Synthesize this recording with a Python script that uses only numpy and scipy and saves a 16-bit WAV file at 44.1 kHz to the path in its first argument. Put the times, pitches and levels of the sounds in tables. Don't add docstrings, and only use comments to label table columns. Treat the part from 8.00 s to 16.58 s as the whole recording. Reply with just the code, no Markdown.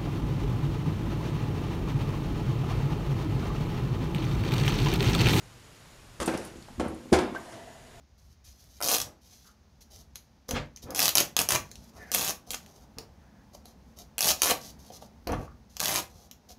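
import sys
import numpy as np
from scipy import signal
from scipy.fft import rfft, irfft
from scipy.io import wavfile
from scipy.ndimage import uniform_filter1d

SR = 44100
rng = np.random.default_rng(int(sys.argv[2]) if len(sys.argv) > 2 else 0)


def wav_out(sig):
    wavfile.write(sys.argv[1], SR, np.round(np.clip(np.atleast_2d(sig).T, -1, 1) * 32767).astype(np.int16))


N = 378378

# frequency in Hz, relative density in dB per Hz.
STRIP_COLOUR = [(60, -15), (160, -8), (330, -7), (520, -7), (730, -2), (920, -6.5), (1130, -5), (1350, -8),
                (1800, -8), (3000, -9), (8000, -22)]
# frequency in Hz, relative density in dB per Hz.
GLUE_COLOUR = [(150, -18), (600, -9), (1500, -17), (2000, -13), (2500, -4.5), (4200, -2.5), (5400, 0.5),
               (6500, 2), (7300, -6), (8500, -8), (11800, -2), (15400, -12)]
# frequency in Hz, relative density in dB per Hz.
SWISH_COLOUR = [(300, -13), (1500, -11.5), (2500, -9), (3600, -4), (6200, 3), (8000, -11.5), (12000, -5.5),
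                (15500, -16)]


def from_db(db):
    return 10 ** (np.asarray(db) / 20)


def unit_energy(x):
    return x / np.sqrt(np.sum(x ** 2) + 1e-20)


def at_hz(points, hz):
    f, value = np.transpose(points)
    return np.interp(np.log(np.maximum(hz, 1)), np.log(f), value)


def add(out, s, sound):
    i = max(round(s * SR), 0)
    out[i:i + len(sound)] += sound[:max(N - i, 0)]


def fade(t, t60):
    return np.exp(-np.log(1000) * t / t60)


def colour(x, spectrum, size=4096):
    hz = np.arange(size // 2 + 1) * SR / size
    cepstrum = irfft(np.log(from_db(at_hz(spectrum, hz))))
    cepstrum[1:size // 2] *= 2
    cepstrum[size // 2 + 1:] = 0
    response = unit_energy(irfft(np.exp(rfft(cepstrum))))
    return signal.oaconvolve(x, response)[:N]


def wander(per_s, count=1000):
    return np.interp(np.arange(N) / SR * per_s, np.arange(count), rng.standard_normal(count))


def crackle(per_s, spread_db, size=1024):
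    sign = rng.choice([-1, 1], N)
    strength = from_db(spread_db * np.clip(rng.standard_normal(N), -2, 2)) * sign
    clicks = strength * (rng.random(N) < per_s / SR)
    power = np.abs(uniform_filter1d(clicks ** 2, size))
    return clicks / np.sqrt(power + 0.0013)


def cracks(rows, spectrum, crack_t60, rise_s=0.00049, size=512):
    out, t = np.zeros(N), np.arange(size) / SR
    shape = np.minimum(t / rise_s, 1) * fade(t, crack_t60)
    for (s, db), grain in zip(rows, rng.standard_normal((len(rows), size))):
        burst = colour(np.tanh(2 * grain) * shape, spectrum, size=1024)
        add(out, s, from_db(db) * unit_energy(burst))
    return out


def stick_slip(per_s, jitter, slip_t60, steady, uneven_db=2.0, most=4.2, count=200):
    timing, grip = rng.standard_normal((2, count))
    gaps = np.exp(jitter * timing)
    stored = gaps * from_db(uneven_db * grip) ** 2
    at = np.searchsorted(np.cumsum(per_s) / SR, np.cumsum(gaps))
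    inside, energy = at < len(per_s), np.zeros(len(per_s))
    energy[at[inside]] = stored[inside] / stored.mean() * SR / per_s[at[inside]]
    keep = fade(2 / SR, slip_t60)
    power = signal.lfilter([1 - keep], [1, -keep], energy)
    share = np.clip(steady, 0, 1)
    return np.minimum(np.sqrt(share + (1 - share) * power), most)


def tape(crackle_db=-4.0, drum_db=-4.5, snap_db=10.0, snap_drum_db=-1.5, q=4.0):
    # start in seconds, length in seconds, time to top speed in seconds, slips per second at
    # top speed, breakaway snap in dB, glue crackle in dB, its swell with speed in dB, drumming of the
    # strip in dB, note of the strip in Hz, lift of that note in dB; all levels before the trims.
    pulls = [(.825, 0.14, .12, 229, -17, -23.5, 4.5, -27, 597, 8),
             (1.0014, .02, 0.0078, 117, -16, -28.5, 4, -40, 615, 0),
             (2.948, 0.12, 0.097, 233, -18, -22.5, 9, -29, 760, 4),
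             (3.1535, 0.063, 0.048, 166, -4, -26.5, 2, -28, 900, -3.5),
             (3.3661, 0.052, 0.036, 150, -6.5, -36, 2, -27, 600, 1),
             (3.4886, 0.07, 0.073, 110, -7.5, -28.5, -4.5, -24, 775, -6.5),
             (4.117, 0.19, 0.029, 215, -15, -29.5, 1.5, -33, 1090, 2),
             (4.5058, 0.045, .04, 110, -19, -43.5, -14.5, -41.5, 1100, -9),
             (6.2069, 0.11, 0.083, 220, -8.5, -20, 6, -27, 750, 8),
             (6.419, 0.099, .09, 288, -4.5, -29, -8.5, -23, 710, .5),
             (7.8026, .198, .135, 233, -12.5, -30.5, 2, -28.5, 1020, 2.5)]
    snaps = list([(.9397, -16), (.9482, -12.5), (.9834, -16), (2.9928, -8.5), (3.0029, -10),
                  (3.0275, -10.5), (3.0563, -9), (3.0805, -6.5), (3.0913, -10), (3.1724, -6.5),
                  (3.182, -3.5), (3.2037, -8.5), (3.3906, -6), (3.4006, -12.5), (3.4155, -11),
                  (3.5226, -13), (3.552, -12.5), (4.1391, -16.5), (4.1473, -6.5), (4.2109, -18),
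                  (4.248, -17), (4.2774, -17), (4.2953, -22), (4.5463, -21), (4.9849, -24), (6.1814, -14),
                  (6.1904, -16), (6.2824, -16), (6.2899, -13), (6.3, -13), (6.432, -13), (6.498, -15),
                  (6.509, -11), (7.7677, -24), (7.7967, -23), (7.8366, -16.5), (7.8468, -17.5),
                  (7.8573, -11.5), (7.9589, -11)])
    end_speed, release_s = .7, .008
    slow_per_s, drum_swell_db = 85, 7.5
    glue, drum = np.zeros(N), np.zeros(N)
    threads = crackle(per_s=14000, spread_db=2.0)
    for (start, length, peak_s, top_per_s, breakaway, glue_level, swell,
         drum_level, note_hz, lift_db) in pulls:
        t = np.arange(int((length + release_s) * SR)) / SR
        speed = np.interp(t, [0, peak_s, max(length, peak_s) + release_s], [0, 1, end_speed])
        slips_per_s = slow_per_s + (top_per_s - slow_per_s) * speed
        slips = stick_slip(slips_per_s, jitter=.27, slip_t60=0.0036, steady=0.21)
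        release = np.clip(1 - (t - length) / release_s, 0, 1)
        peel = threads[int(start * SR):][:len(t)] * slips * release
        note = signal.lfilter(*signal.iirpeak(note_hz, q, fs=SR), peel)
        strip = peel + (from_db(lift_db) - 1) * note
        add(glue, start, peel * from_db(glue_level + crackle_db + swell * (speed - 1)))
        strip_level = drum_level + drum_db - lift_db / 2 + drum_swell_db * (speed - 1)
        add(drum, start, strip * from_db(strip_level))
        snaps.append((start, breakaway))
    sharp = from_db(snap_db) * cracks(snaps, GLUE_COLOUR, crack_t60=0.003)
    drummed = from_db(snap_drum_db) * cracks(snaps, STRIP_COLOUR, crack_t60=0.0097)
    return colour(glue, GLUE_COLOUR) + colour(drum, STRIP_COLOUR) + sharp + drummed


def strip_jerks():
    # start in seconds, level in dB.
    jerks = [(.8046, -15.5), (.8136, -8.5)]
    # frequency in Hz, relative density in dB per Hz.
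    jerk_colour = [(200, -23), (550, -0.5), (1400, 2), (2500, -9.5), (3300, -17)]
    return cracks(jerks, jerk_colour, crack_t60=0.0053)


def tape_creases(crease_db=11.0):
    # start in seconds, level before trim in dB.
    creases = [(.6409, -47), (1.9605, -40), (2.1567, -27), (2.4906, -25), (2.5095, -17.5), (2.7616, -32),
               (2.7726, -36), (2.9059, -27.5), (3.7146, -32), (3.7556, -34.5), (4.662, -40.5),
               (5.6562, -38), (5.9878, -34.5), (7.2726, -23.5), (7.3204, -30), (8.3126, -32)]
    return from_db(crease_db) * cracks(creases, SWISH_COLOUR, crack_t60=0.0046)


def bump(db, clatter_db, bright_hz, rise_s, t60, size=20000):
    # frequency in Hz, relative level in dB, t60 in seconds.
    modes = [(50, -15.5, 0.24), (67, -9, 0.13), (94, -6, 0.13), (130.4, -6.5, 0.11), (175, -16, 0.15),
             (232, -7.5, 0.099)]
    t = np.arange(size) / SR
    thud = sum(from_db(level) * np.sin(2 * np.pi * hz * t) * fade(t, ring) for hz, level, ring in modes)
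    swell = np.minimum(t / rise_s, fade(np.maximum(t - rise_s, 0), t60))
    burst = rng.standard_normal(size) * swell
    low_pass = signal.butter(2, min(bright_hz, SR / 4), fs=SR, output="sos")
    clatter = signal.sosfilt(low_pass, burst)
    return from_db(db) * thud, from_db(db + clatter_db) * np.sqrt(SR / 2 / bright_hz) * clatter


def ball(thud_db=-1.0):
    # start in seconds, blow in dB, drag in dB,
    # drag brightness in Hz, drag rise in seconds; levels before colour and trim.
    landings = [(2.489, -32.5, -23.5, 2650, 0.034), (7.27, -26.5, -25.5, 1126, 0.015)]
    # start in seconds, thud in dB, clatter in dB,
    # rise in seconds; levels before colour and trim.
    soft_thuds = [(1.0, -40.5, -58, 0.076), (2.84, -37.5, -47.5, .075), (3.39, -34, -48, .005),
                  (3.528, -33, -57, 0.0034), (4.969, -40, -54, 0.0088)]
    # frequency in Hz, relative density in dB per Hz.
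    bench_colour = [(40, -7.5), (130, -2), (240, -2.5), (380, -1.5), (650, -1.5), (1000, -4), (1600, -4.5),
                    (3000, -5.5), (7000, -5), (15000, -21.5)]
    settle_s, drag_s, rock_s = .019, .046, .115
    touch_db, rock_db = -5.5, -2
    bumps, thuds, clatter = [], np.zeros(N), np.zeros(N)
    for s, blow, drag, drag_hz, drag_rise in landings:
        bumps += [
            (s, bump(blow + touch_db, clatter_db=-6.5, bright_hz=820, rise_s=0.0011, t60=0.062)),
            (s + settle_s, bump(blow, clatter_db=-10.0, bright_hz=930, rise_s=0.0043, t60=0.19)),
            (s + drag_s, bump(drag, clatter_db=-12.5, bright_hz=drag_hz, rise_s=drag_rise, t60=0.14)),
            (s + rock_s, bump(blow + rock_db, clatter_db=-17.5, bright_hz=550, rise_s=.003, t60=0.17))]
    for s, db, rattle, rise in soft_thuds:
        bumps.append((s, bump(db, clatter_db=rattle - db, bright_hz=801, rise_s=rise, t60=0.28)))
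    for s, (low, rattle) in bumps:
        add(thuds, s, low)
        add(clatter, s, rattle)
    return from_db(thud_db) * thuds + colour(clatter, bench_colour)


def finger_taps(tap_db=12.5):
    # start in seconds, level before trim in dB.
    taps = [(4.9849, -37), (5.654, -40), (6.902, -32.5), (7.023, -32), (8.503, -41.5)]
    # frequency in Hz, relative density in dB per Hz.
    tap_colour = [(150, -9), (500, -2), (760, 4), (1000, -9), (1350, -15.5), (2300, -23), (3200, -13.5),
                  (8000, -47)]
    return from_db(tap_db) * cracks(taps, tap_colour, crack_t60=0.019, rise_s=0.00069)


def hands(attack_s=0.009, release_s=0.013, droop_db=-2.5, swish_db=-3.0, hollow_db=-5.5,
          uneven_db=4.0, fidget_hollow_db=-7.0):
    # start in seconds, length in seconds,
    # swish in dB, hollow body in dB; levels before the trims.
    rubs = [(.176, .17, -67, -83), (0.439, 0.095, -54, -80), (0.518, 0.28, -63.5, -87),
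            (1.209, 0.32, -62.5, -85), (1.804, 0.034, -50, -66), (1.9, 0.13, -57.5, -63),
            (2.147, 0.036, -54, -75), (2.481, 0.032, -39, -45), (2.819, 0.031, -42, -50),
            (3.646, 0.26, -61, -80), (3.93, 0.29, -61.5, -52.5), (4.462, .05, -57.5, -57),
            (4.6, 0.25, -65.5, -61.5), (5.531, 0.032, -60, -57), (5.646, 0.083, -55.5, -59),
            (5.961, .069, -56, -56.5), (6.382, 0.087, -42, -55), (6.603, 0.11, -47, -56),
            (6.785, .13, -58.5, -66), (6.916, .065, -49, -53.5), (7.007, 0.07, -58, -54.5),
            (7.317, 0.15, -60, -45), (7.692, 0.13, -62, -76), (8.095, 0.19, -64, -61.5),
            (8.486, 0.045, -45, -54)]
    # frequency in Hz, relative density in dB per Hz.
    hollow_colour = [(120, -26), (400, 1.5), (600, 0), (740, 4), (950, -6), (1300, -6.5), (1800, -19.5),
                     (2600, -12.5), (6000, -52)]
    fidget_db, fidget_spread_db, fidgets_per_s = -87, 5, 9
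    swish = from_db(fidget_db + fidget_spread_db * wander(per_s=fidgets_per_s))
    hollow = from_db(fidget_hollow_db) * swish
    for start, length, swish_level, hollow_level in rubs:
        t = np.arange(int(length * SR)) / SR
        edges = np.clip(np.minimum(t / attack_s, (length - t) / release_s), 0, 1)
        stroke = edges * from_db(droop_db * t / length)
        add(swish, start, stroke * from_db(swish_level + swish_db))
        add(hollow, start, stroke * from_db(hollow_level + hollow_db))
    grains = crackle(per_s=5000, spread_db=7.0) * from_db(uneven_db * wander(per_s=38))
    return colour(swish * grains, SWISH_COLOUR) + colour(hollow * grains, hollow_colour)


def skids(skid_db=-4.5, q=6.1):
    # start in seconds, length in seconds, level before trim in dB, centre in Hz.
    skid_rows = [(1.438, 0.079, -61, 1290), (3.959, 0.19, -54, 1754), (5.15, 0.32, -70, 1607),
                 (7.476, 0.0092, -47, 1120), (7.512, 0.011, -55.5, 1190)]
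    out = np.zeros(N)
    for s, length, db, hz in skid_rows:
        n = int(length * SR)
        peak = np.concatenate(signal.iirpeak(hz, q / 2, fs=SR))
        rub = signal.sosfilt(np.tile(peak, (2, 1)), rng.standard_normal(SR)[:n])
        shaped = unit_energy(rub * signal.windows.tukey(n, .5))
        add(out, s, from_db(db + skid_db) * np.sqrt(n) * shaped)
    return out


def squeak(db=-61.0, waver=.015, flutter_db=3.5):
    # start in seconds, length in seconds, first pitch in Hz, last pitch in Hz, before the waver.
    s, length, first_hz, last_hz = (3.99, .14, 1800, 1560)
    out, n = np.zeros(N), int(length * SR)
    hz = np.geomspace(first_hz, last_hz, n) * (1 + waver * wander(per_s=200)[:n])
    level = from_db(db + flutter_db * wander(per_s=46)[:n]) * signal.windows.tukey(n, .5)
    add(out, s, level * np.sqrt(2) * np.sin(2 * np.pi * np.cumsum(hz) / SR))
    return out


def ball_ring(x, size=11025, t60=.12):
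    # frequency in Hz, relative level in dB.
    ring_modes = [(501, -11.5), (723, -8.5), (1139, -4), (1783, -8.5), (2054, -5), (2373, -1.5), (2488, -5)]
    t = np.arange(size) / SR
    decay = fade(t, t60)
    tones = sum(from_db(db) * 2 * np.cos(2 * np.pi * hz * t) for hz, db in ring_modes)
    rings = tones * decay / np.sum(decay)
    return x + signal.oaconvolve(x, rings)[:N]


def shed(x, wet_db=-5.0, early_db=-7.0, early_t60=0.027, size=22050):
    # frequency in Hz, t60 in seconds.
    decays = [(100, 0.48), (500, 0.26), (1500, 0.25), (6000, 0.2), (14000, 0.19)]
    t, edges, tail = np.arange(size) / SR, np.geomspace(40, 17000, num=10), 0
    white = rng.standard_normal((2, size))
    for k, (low, high) in enumerate(zip(edges, edges[1:])):
        band_pass = signal.butter(2, [low, high], "band", fs=SR, output="sos")
        band = signal.sosfilt(band_pass, white[k % 2])
        tail = tail + band * fade(t, at_hz(decays, np.sqrt(low * high)))
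    tail = unit_energy(tail * np.clip(t / 0.0022, 0, 1))
    echoes = rng.standard_normal(size) * (rng.random(size) < 5000 / SR)
    early = unit_energy(echoes * (t > .001) * fade(t, early_t60))
    return signal.oaconvolve(x, from_db(wet_db) * tail + from_db(early_db) * early)[:N]


def background(hiss_db=-70.0, rumble_db=3.5, rush_db=0.5, waver_db=2.5):
    # time in seconds, rumble in dB, rush in dB, before trims.
    lulls = [
        [(0.0, -59, -62), (0.064, -64.5, -74.5), (0.78, -59.5, -68.5)],
        [(1.15, -68, -68), (2.17, -60.5, -65.5), (2.45, -70, -65.5)],
        [(3.65, -60.5, -57), (5.44, -61, -58.5), (6.15, -60, -59)],
        [(6.68, -58.5, -54.5), (7.114, -62.5, -57.5), (7.25, -58, -58.5)],
        [(8.08, -59.5, -63), (8.368, -64.5, -61.5), (8.58, -66, -61)],
    ]
    # frequency in Hz, relative density in dB per Hz.
    hiss_colour = [(100, 5), (500, 1), (1500, -4), (3000, -9), (5000, -5.5), (6500, -6.5), (7800, -25),
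                   (15000, -26.5)]
    # frequency in Hz, relative density in dB per Hz.
    rumble_colour = [(20, -21), (40, -7.5), (68, 4), (90, -3.5), (110, -12), (140, -10.5), (200, -20),
                     (400, -36.5), (1500, -53)]
    # frequency in Hz, relative density in dB per Hz.
    rush_colour = [(80, -6.5), (160, 1), (220, 5.5), (330, -9), (550, -11), (850, -9.5), (1200, -18.5),
                   (1800, -22.5), (3500, -29.5), (9000, -38.5)]
    s, *levels = np.concatenate(lulls).T
    rumble, rush = [from_db(np.interp(np.arange(N) / SR, s, level)) for level in levels]
    rumble = rumble * from_db(rumble_db + waver_db * wander(per_s=19))
    white = rng.standard_normal((3, N))
    hiss = from_db(hiss_db) * colour(white[0], hiss_colour)
    low = rumble * colour(white[1], rumble_colour)
    return hiss + low + from_db(rush_db) * rush * colour(white[2], rush_colour)


def scene(sway_hz=2.5):
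    tape_sounds = tape() + strip_jerks() + tape_creases()
    ball_sounds = ball() + finger_taps() + hands() + skids() + squeak()
    close = ball_ring(tape_sounds + ball_sounds)
    place = 2 * np.pi * sway_hz * np.arange(N) / SR
    echoes = shed(close * np.cos(place)) + shed(close * np.sin(place))
    return (close + echoes + background())[None]


def record(dry, low_cut_hz=36, cutoff_hz=15600):
    lean = signal.sosfilt(signal.butter(2, low_cut_hz, "high", fs=SR, output="sos"), dry)
    return signal.sosfilt(signal.ellip(10, .2, 80, cutoff_hz, fs=SR, output="sos"), lean)


dry = scene()
out = record(dry)
wav_out(out)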